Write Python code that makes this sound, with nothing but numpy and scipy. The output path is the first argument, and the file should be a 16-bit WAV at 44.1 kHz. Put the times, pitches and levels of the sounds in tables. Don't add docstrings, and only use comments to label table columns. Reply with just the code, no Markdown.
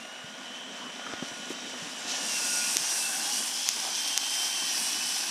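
import sys
import numpy as np
from scipy import signal
from scipy.fft import rfft, irfft, next_fast_len
from scipy.io import wavfile
from scipy.ndimage import minimum_filter1d, map_coordinates

SR = 44100
rng = np.random.default_rng(int(sys.argv[2]) if len(sys.argv) > 2 else 0)


def unload_wav(signal):
    wavfile.write(
        sys.argv[1],
        SR,
        np.round(np.clip(np.atleast_2d(signal).T, -1, 1) * 32767).astype(np.int16),
    )


N = 233974

TEETH = 15
# time_s, share (0-1)
OPENING = [(1.9, 0.01), (2.6, 0.58), (3.4, 0.82), (4.2, 1)]


def amp(db):
    return 10 ** (np.asarray(db) / 20)


def unit(x):
    return x / np.sqrt(np.mean(x ** 2) + 1e-20)


def curves(rows):
    seconds, *columns = np.transpose(rows)
    return [np.interp(np.arange(N) / SR, seconds, column) for column in columns]


def swells(rows):
    t = np.arange(N) / SR
    return sum(db * np.exp(-((t - middle) / half) ** 2) for middle, half, db in rows)


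def wobble(rate):
    points = rng.standard_normal(int(N * rate / SR) + 4)
    return map_coordinates(points, [np.arange(N) * rate / SR])


def lagging(x, seconds):
    width = max(int(seconds * SR), 1)
    total = np.cumsum(np.concatenate([np.full(width, x[0]), x]))
    return (total[width:] - total[:-width]) / width


def angle(hz):
    return 2 * np.pi * np.cumsum(hz) / SR


def filtered(x, response):
    m = next_fast_len(N + SR // 2)
    return irfft(rfft(x, m) * response(np.fft.rfftfreq(m, 1 / SR)), m)[:N]


def coloured(x, points):
    f, db = np.transpose(points)
    return unit(filtered(x, lambda hz: amp(np.interp(np.log(hz + 1), np.log(f), db))))


def fuzzy(phase, width):
    return unit(wobble(width) * np.sin(phase) + wobble(width) * np.cos(phase))


def add(track, s, sound):
    part = track[round(s * SR):][:len(sound)]
    part += sound[:len(part)]


def level(law, near_db, load, opening):
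    close_db, share, load_db, open_db = law
    return close_db + share * near_db + load_db * load + open_db * opening


def whine(mesh, whine_db, passed, rough=0.34, flicker_db=1.5):
    # shaft_multiple, level_db (against the whine)
    gear_lines = [(14, -19), (16, -17), (30, -18)]
    # shaft_multiple, level_db (against the whine)
    side_lines = [(30, -9.5), (39, -12), (40, -12.5)]

    shaft = (mesh + rough * wobble(120)) / TEETH

    def partial(order, db):
        return amp(db + 0.89 * wobble(6.3)) * np.sin(order * shaft)

    tone = np.sin(TEETH * shaft) * amp(flicker_db * (1.5 - passed / 2) * wobble(34))
    tone += sum(partial(*line) for line in gear_lines)
    tone += passed * sum(partial(*line) for line in side_lines)
    return amp(whine_db) * np.sqrt(2) * tone


def chatter(mesh, whine_db, slack_db, opening, upper_db=-1, front_db=-5, side_db=1):
    facing_db = front_db + (side_db - front_db) * opening
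    sideband = mesh * (TEETH + 1.6) / TEETH
    bands = fuzzy(mesh, width=200) + amp(upper_db) * fuzzy(sideband, width=210)
    slackness = (1 - amp(-slack_db)) ** 3
    return amp(whine_db + facing_db) * slackness * unit(bands)


def gears(mesh, box_db, rasp_db, sizzle_db):
    # frequency_hz, gain_db
    gearbox_colour = [(1200, -52), (2100, -3.5), (2450, -1.5), (2750, 0), (3100, 1.5), (3400, 1),
                      (3700, -0.5), (4050, -1.5), (4500, -18), (6000, -89)]
    rasp_colour = [(2500, -70), (3900, -11), (4500, -2), (4900, -0.5), (5300, 2), (5700, 1.5), (6150, 1.5),
                   (6600, -2.5), (7100, -5), (9000, -28.5)]
    sizzle_colour = [(5000, -44), (6800, -9), (7600, -2.5), (8300, 0.5), (9000, -0.5), (9700, -2),
                     (11000, -5.5), (12200, -12), (13400, -10.3), (14200, -21), (15200, -41)]

    flutter_db = 0.75 * wobble(21.84)
    repeating = 0.24 * strands(mesh)
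    box_source = scraping(mesh, bite=0.65, uneven_db=2.0) + repeating
    rasp_source = scraping(mesh, bite=0.58, uneven_db=1.5) + repeating
    sizzle_source = scraping(mesh, bite=0.18, uneven_db=1.0) + repeating / 2
    box = amp(box_db + flutter_db - 1.5) * coloured(box_source, gearbox_colour)
    rasp = amp(rasp_db + flutter_db) * coloured(rasp_source, rasp_colour)
    sizzle_flutter_db = flutter_db + 0.71 * wobble(11)
    sizzle = amp(sizzle_db + sizzle_flutter_db) * coloured(sizzle_source, sizzle_colour)
    return box + rasp + sizzle


def scraping(mesh, bite, uneven_db):
    gate = np.abs(1 + bite * np.cos(mesh))
    return rng.standard_normal(N) * gate * amp(uneven_db * wobble(400))


def strands(mesh, drift_db=7.0):
    shaft = mesh / TEETH

    def slow(count):
        return np.interp(np.arange(N), np.linspace(0, N, count), rng.standard_normal(count))

    lines = np.zeros(N)
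    for order in range(11, 48):
        ratio = order + rng.random() - 0.5
        gain = amp(drift_db * np.tanh(slow(count=50)))
        lines += gain * np.sin(ratio * shaft + 2 * np.pi * slow(count=70))
    return unit(lines)


def backlash(mesh, backlash_db, opening, passed, uneven_db=2.0):
    # shaft_multiple, width_hz, front_db, side_db, tail_db (levels heard from each side)
    rough_bands = [(9.19, 200, -18.5, -34, -18.5), (13.06, 260, -16, -42, -13),
                   (15.6, 380, -13, -18.5, -30), (26.85, 300, -31, -23, -30), (29.6, 190, -32, -22, -14),
                   (37.64, 900, -14, -14, -13), (45.9, 380, -20, -10, -30)]
    band_top_hz = 9300

    side = np.minimum(opening / OPENING[1][1], 1)
    bands = np.zeros(N)
    for order, width, front_db, side_db, tail_db in rough_bands:
        coming_db = (1 - side) * front_db + side * side_db
        facing_db = (1 - passed) * coming_db + passed * tail_db
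        gain = amp(backlash_db + facing_db + uneven_db * wobble(28))
        bands += gain * fuzzy(order * mesh / TEETH, width)
    return filtered(bands, lambda hz: 1 / (1 + (hz / band_top_hz) ** 40))


def grinds(mesh, stutter_db=2.0):
    # middle_s, spread_s, shaft_multiple, width_hz, level_db (before a 1.5 dB cut)
    grind_rows = [(0.6, 0.45, 16, 150, -53), (1.58, 0.09, 18.65, 130, -52.5), (2.15, 0.2, 18.7, 160, -53),
                  (2.09, 0.06, 13.4, 150, -48), (2.17, 0.08, 9.2, 120, -44.5), (2.25, 0.04, 14.2, 130, -47),
                  (2.68, 0.11, 13.8, 330, -43.5), (3.07, 0.15, 9, 300, -45), (3.18, 0.1, 4.35, 100, -46),
                  (3.3, 0.035, 4.3, 70, -43), (3.35, 0.14, 15.35, 150, -44), (3.33, 0.13, 17.2, 130, -45),
                  (3.62, 0.12, 16.1, 200, -45.5), (3.62, 0.12, 26, 380, -42), (4.3, 0.3, 15.8, 170, -46.5)]

    t = np.arange(N) / SR
    track = np.zeros(N)
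    for middle, spread, order, width, db in grind_rows:
        swell = np.exp(-((t - middle) / spread) ** 2 / 2)
        gain = amp(db - 1.5 + stutter_db * wobble(35))
        track += gain * swell * fuzzy(order * mesh / TEETH, width)
    return track


def controller(overtone_db, fade_db=2.0):
    # time_s, level_db
    fundamental_level = [(0, -53), (0.85, -57), (1.1, -50), (1.45, -49), (1.95, -54), (2.15, -49),
                         (2.38, -48), (2.56, -40.5), (2.85, -51), (3.35, -50.5), (3.65, -68), (5.31, -55)]
    # middle_s, half_length_s, change_db
    surges = [(1.98, 0.08, -10), (2.21, 0.03, 4), (2.6, 0.13, 5.5), (2.79, 0.025, -6), (2.92, 0.072, 4.5),
              (3.335, 0.04, 9), (3.66, 0.16, -13), (3.94, 0.05, 7), (4.16, 0.04, 4), (4.38, 0.035, 5),
              (4.7, 0.06, 7.5), (4.87, 0.07, 5), (5.22, 0.1, -6)]
    switch_hz = 1443.6

    low_db, = curves(fundamental_level)
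    fourth_db = overtone_db + swells(surges)
    phase = angle(np.full(N, switch_hz))
    low = amp(low_db + fade_db * wobble(12)) * np.sin(phase)
    fourth = amp(fourth_db + fade_db * wobble(12)) * np.sin(4 * phase)
    return low + fourth


def body(mesh, rattle_db, opening, hum_db=-6):
    # time_s, drumming_db
    drumming = [(0, -57), (1.15, -49.5), (2.8, -50.5), (3.02, -56.5), (3.27, -51.5), (3.55, -54.5),
                (4.45, -59.5), (4.8, -53), (5.31, -54.5)]
    # middle_s, half_length_s, change_db
    lulls = [(3.65, 0.071, -2)]
    # frequency_hz, gain_db
    drum_colour = [(25, -30), (50, -35), (90, -24), (130, -16), (180, -4), (255, 2.5), (310, -4.5),
                   (360, -8), (470, -8.5), (700, -23), (1500, -68)]
    front_colour = [(200, -37), (380, -8), (560, 2), (700, 4), (880, -1.5), (1130, 1), (1330, -3),
                    (1550, 1), (1850, 0.5), (2120, -5), (2800, -3.5), (5000, -27)]
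    side_colour = [(200, -31), (310, 1), (440, -9), (600, -4), (800, 4), (950, 1), (1130, 2), (1330, -3.5),
                   (1540, 4), (1850, -1.5), (2080, -2.5), (2800, -23), (5000, -43)]

    drum_db, = curves(drumming)
    drum = coloured(rng.standard_normal(N) * amp(2.7 * wobble(30)), drum_colour)
    slow_gear = mesh / 12
    throb_db = 4 * np.tanh(wobble(27))
    hum = amp(hum_db + throb_db) * np.sin(slow_gear + 2.0 * wobble(35))

    def shake(colour):
        return coloured(rng.standard_normal(N) * amp(1.5 * wobble(150)), colour)

    rattle = np.sqrt(1 - opening) * shake(front_colour) + np.sqrt(opening) * shake(side_colour)
    return amp(drum_db) * (drum + hum) + amp(rattle_db + swells(lulls)) * rattle


def snaps(edge_hz=8600):
    # start_s, peak_db
    snap_rows = [(1.511, -28), (1.529, -30), (2.7693, 0.5), (3.352, -20), (3.6895, -1), (4.058, -31),
                 (4.077, -15), (4.129, -21), (4.177, 0)]
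    # pitch_hz, level_db (relative), t60_s (time to fall 60 dB)
    modes = [(450, -28, 0.004), (3040, -3.5, 0.00029), (6170, -23, 0.003), (11300, -22, 0.0012)]

    track, t = np.zeros(N), np.arange(SR // 100) / SR
    ring = sum(amp(db - 60 * t / t60) * np.sin(2 * np.pi * hz * t) for hz, db, t60 in modes)
    edge = np.diff(ring, prepend=0)
    crack = signal.lfilter(*signal.butter(3, edge_hz, fs=SR), edge)
    for s, db in snap_rows:
        add(track, s, amp(db) * crack / np.abs(crack).max())
    return track


def bumps(attack_s=0.0011, crunch=0.18, crunch_t60_s=0.05):
    # start_s, peak_db, pitch_hz, t60_s (time to fall 60 dB), clatter (share against the knock)
    bump_rows = [(.242, -37.5, 160, 0.035, .2), (.994, -30, 760, 0.0097, .7),
                 (1.0655, -26.5, 1350, 0.014, .3), (1.1355, -24, 300, 0.024, .45),
                 (1.2235, -24, 245, 0.04, .6), (1.311, -36, 229, 0.05, .6), (1.503, -27, 340, 0.024, .4),
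                 (1.512, -32, 420, .018, .4), (1.738, -33.5, 620, .02, .7), (1.82, -38.5, 164, 0.09, .2),
                 (2.051, -34, 245, 0.025, .6), (2.760, -29.5, 340, 0.03, .7), (3.766, -33, 620, 0.018, 2),
                 (3.843, -35, 700, 0.05, 4), (3.889, -35, 620, 0.03, 4)]

    track, t = np.zeros(N), np.arange(SR // 8) / SR

    def noise(lo, hi):
        band = signal.butter(2, [lo, hi], "bandpass", fs=SR)
        return unit(signal.lfilter(*band, rng.standard_normal(len(t))))

    for s, db, hz, t60, loose in bump_rows:
        clatter = loose * noise(hz * 0.37, hz * 1.9)
        knock = (np.sin(2 * np.pi * hz * t) + clatter) * amp(-60 * t / t60)
        gravel = crunch * noise(450, 2200) * amp(-60 * t / crunch_t60_s)
        bump = (knock + gravel) * (1 - np.exp(-t / attack_s))
        bump = signal.lfilter(*signal.butter(1, hz / 4, "highpass", fs=SR), bump)
        add(track, s, amp(db) * bump / np.abs(bump).max())
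    return track


def skids():
    # start_s, length_s, level_db, centre_hz
    slips = [(0.726, 0.23, -47.5, 1040), (0.967, 0.28, -47.5, 1280), (1.483, 0.057, -49, 6160),
             (1.93, 0.38, -48, 750), (2.068, 0.074, -37.5, 5040), (3.295, .1, -50, 5000),
             (3.8, 0.15, -44, 810)]

    track = np.zeros(N)
    for s, length, db, hz in slips:
        grains = rng.standard_normal(N) * amp(2.2 * wobble(539.5))
        scrape = coloured(grains, [(hz / 4, -40), (hz, 0), (hz * 2, -14), (hz * 4, -45)])
        swell = np.sqrt(np.abs(np.hanning(int(length * SR))))
        add(track, s, amp(db) * swell * scrape[:len(swell)])
    return track


def grit(level_db, count=300, grain_hz=5200, size_db=2.0, cycles=7.9):
    track, t = np.zeros(N), np.arange(200) / SR
    for when, pitch, size in rng.random((count, 3)):
        hz = grain_hz * 2 ** (2 * pitch - 1)
        db = level_db[int(when * N)] + size_db * np.log(size + 0.02)
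        shape = np.exp(-hz * t / cycles) - np.exp(-2 * hz * t)
        add(track, when * N / SR, amp(db) * np.sin(2 * np.pi * hz * t) * shape)
    return track


def shadow_and_dip(x, opening, passed, edge_hz=10000, loss_db=6):
    # centre_hz, half_width_hz, loss_db
    tail_dip = (6720, 620, 4.5)

    dip_hz, half_hz, dip_db = tail_dip
    top = filtered(x, lambda hz: 1 - 1 / (1 + (hz / edge_hz) ** 10))
    band = filtered(x, lambda hz: np.exp(-((hz - dip_hz) / half_hz) ** 2))
    screened_top = (1 - amp(-loss_db * (1 - opening))) * top
    cancelled_band = (1 - amp(-dip_db * passed)) * band
    return x - screened_top - cancelled_band


def ground_bounce(x, opening, delay_s=0.001192, strength=0.1):
    echo = filtered(x, lambda hz: np.exp(-2j * np.pi * hz * delay_s) / (1 + (hz / 5500) ** 2))
    return x + strength * opening * echo


def scene():
    # time_s, tooth_rate_hz
    motor_speed = [(0, 2750), (0.14, 2925), (0.23, 2905), (0.36, 3060), (0.44, 3015), (0.53, 2990),
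                   (0.57, 3045), (0.65, 3015), (0.74, 3075), (0.82, 2980), (1, 3030), (1.15, 3180),
                   (1.29, 2985), (1.45, 2995), (1.55, 3070), (1.75, 3030), (1.96, 2955), (2.1, 3005),
                   (2.45, 2645), (2.59, 2660), (2.7, 2790), (2.88, 2800), (2.98, 2660), (3.07, 2675),
                   (3.17, 2620), (3.27, 2840), (3.46, 2900), (3.65, 3110), (3.8, 3060), (3.98, 3145),
                   (4.2, 3112), (4.62, 3112), (4.7, 3080), (4.76, 2960), (4.84, 2900), (5, 3000),
                   (5.31, 3030)]
    # time_s, level_db (against close by)
    nearness = [(0, -18.5), (1.02, -15), (1.12, -13), (2.03, -8.5), (2.11, -2), (2.18, -2), (2.4, 1),
                (2.9, 1.3), (3.06, -2), (3.35, 0.9), (3.5, -1.9), (4.02, 0), (4.32, 1), (5.31, -0.5)]
    # time_s, share (0-1)
    passing = [(3.6, 0.05), (4.15, 1)]
    # tooth_rate_hz, change_db (on the whine)
    whine_response = [(2640, 0.5), (2740, 5), (2880, -0.5), (2990, 0.5), (3060, -0.5), (3115, 4.5),
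                      (3170, 1.5)]
    # middle_s, half_length_s, drop_db
    slack = [(0, 0.08, 5), (0.36, 0.05, 9), (1.125, 0.05, 17), (1.35, 0.06, 5), (1.63, 0.03, 6),
             (1.89, 0.05, 6), (2.02, 0.05, 8), (2.66, 0.045, 14), (2.85, 0.085, 22), (3.22, 0.04, 8),
             (3.33, 0.1, 14), (3.58, 0.17, 20), (3.85, 0.06, 18), (4.91, 0.04, 3), (5.22, 0.05, 6)]
    # close_db (close by, running free), share (of the nearness it follows),
    # load_db (change at full load), open_db (change with the side open)
    whine_law = (-45.7, 0.2, -0.5, 1.3)
    gearbox_law = (-37.5, 0.57, -2, 0)
    rasp_law = (-35, 1.0, -0.5, 1.6)
    sizzle_law = (-45.5, 1.07, 8.5, 3)
    backlash_law = (-35.5, 0.8, 3.5, -2.5)
    rattle_law = (-41, 0.3244, -0.2, -2.44)
    overtone_law = (-44.3, 0.85, 5, -3.5)
    free_hz, climb_hz = 3280, 2692
    waver = 0.0042
    tail_whine_db = 2.2
    sizzle_lag_s = 0.16

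    tooth_hz, = curves(motor_speed)
    near_db, = curves(nearness)
    opening, = curves(OPENING)
    passed, = curves(passing)
    load = (free_hz - tooth_hz) / (free_hz - climb_hz)
    tremble = waver * (1 - 0.703 * passed) * wobble(35)
    mesh = angle(tooth_hz * (1 + tremble))

    whine_db = level(whine_law, near_db, load, opening)
    whine_db = whine_db + np.interp(tooth_hz, *np.transpose(whine_response))
    box_db = level(gearbox_law, near_db, load, opening)
    rasp_db = level(rasp_law, near_db, load, opening)
    sizzle_db = level(sizzle_law, near_db, load, opening)
    sizzle_db = sizzle_db + lagging(near_db, sizzle_lag_s) - near_db
    backlash_db = level(backlash_law, near_db, load, opening)
    rattle_db = level(rattle_law, near_db, load, opening)
    overtone_db = level(overtone_law, near_db, load, opening)
    slack_db = swells(slack)

    pinion = whine(mesh, whine_db + tail_whine_db * passed - slack_db, passed)
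    pinion += chatter(mesh, whine_db, slack_db, opening)
    tones = pinion + grinds(mesh) + controller(overtone_db)
    running = gears(mesh, box_db, rasp_db, sizzle_db) + body(mesh, rattle_db, opening)
    running += backlash(mesh, backlash_db, opening, passed)
    running = ground_bounce(shadow_and_dip(running, opening, passed), opening)
    tyres = grit(rasp_db - 7) + skids() + bumps()
    return np.tile(tones + running + tyres + snaps(), (2, 1))


def record(dry, release_s=0.035, low_cut_hz=85, top_hz=15250):
    ceiling = 0.73
    over = np.log(np.maximum(np.abs(dry[0]) / ceiling, 1))
    fade = np.arange(N) / SR / release_s
    held = np.exp(np.maximum.accumulate(np.log(over + 1e-12) + fade) - fade)
    gain = minimum_filter1d(np.exp(-held), size=65)
    wind_filter = signal.butter(2, low_cut_hz, "highpass", fs=SR, output="sos")
    out = signal.sosfilt(wind_filter, dry * gain)
    return np.array([filtered(channel, lambda hz: hz < top_hz) for channel in out])


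dry = scene()
out = record(dry)
unload_wav(out)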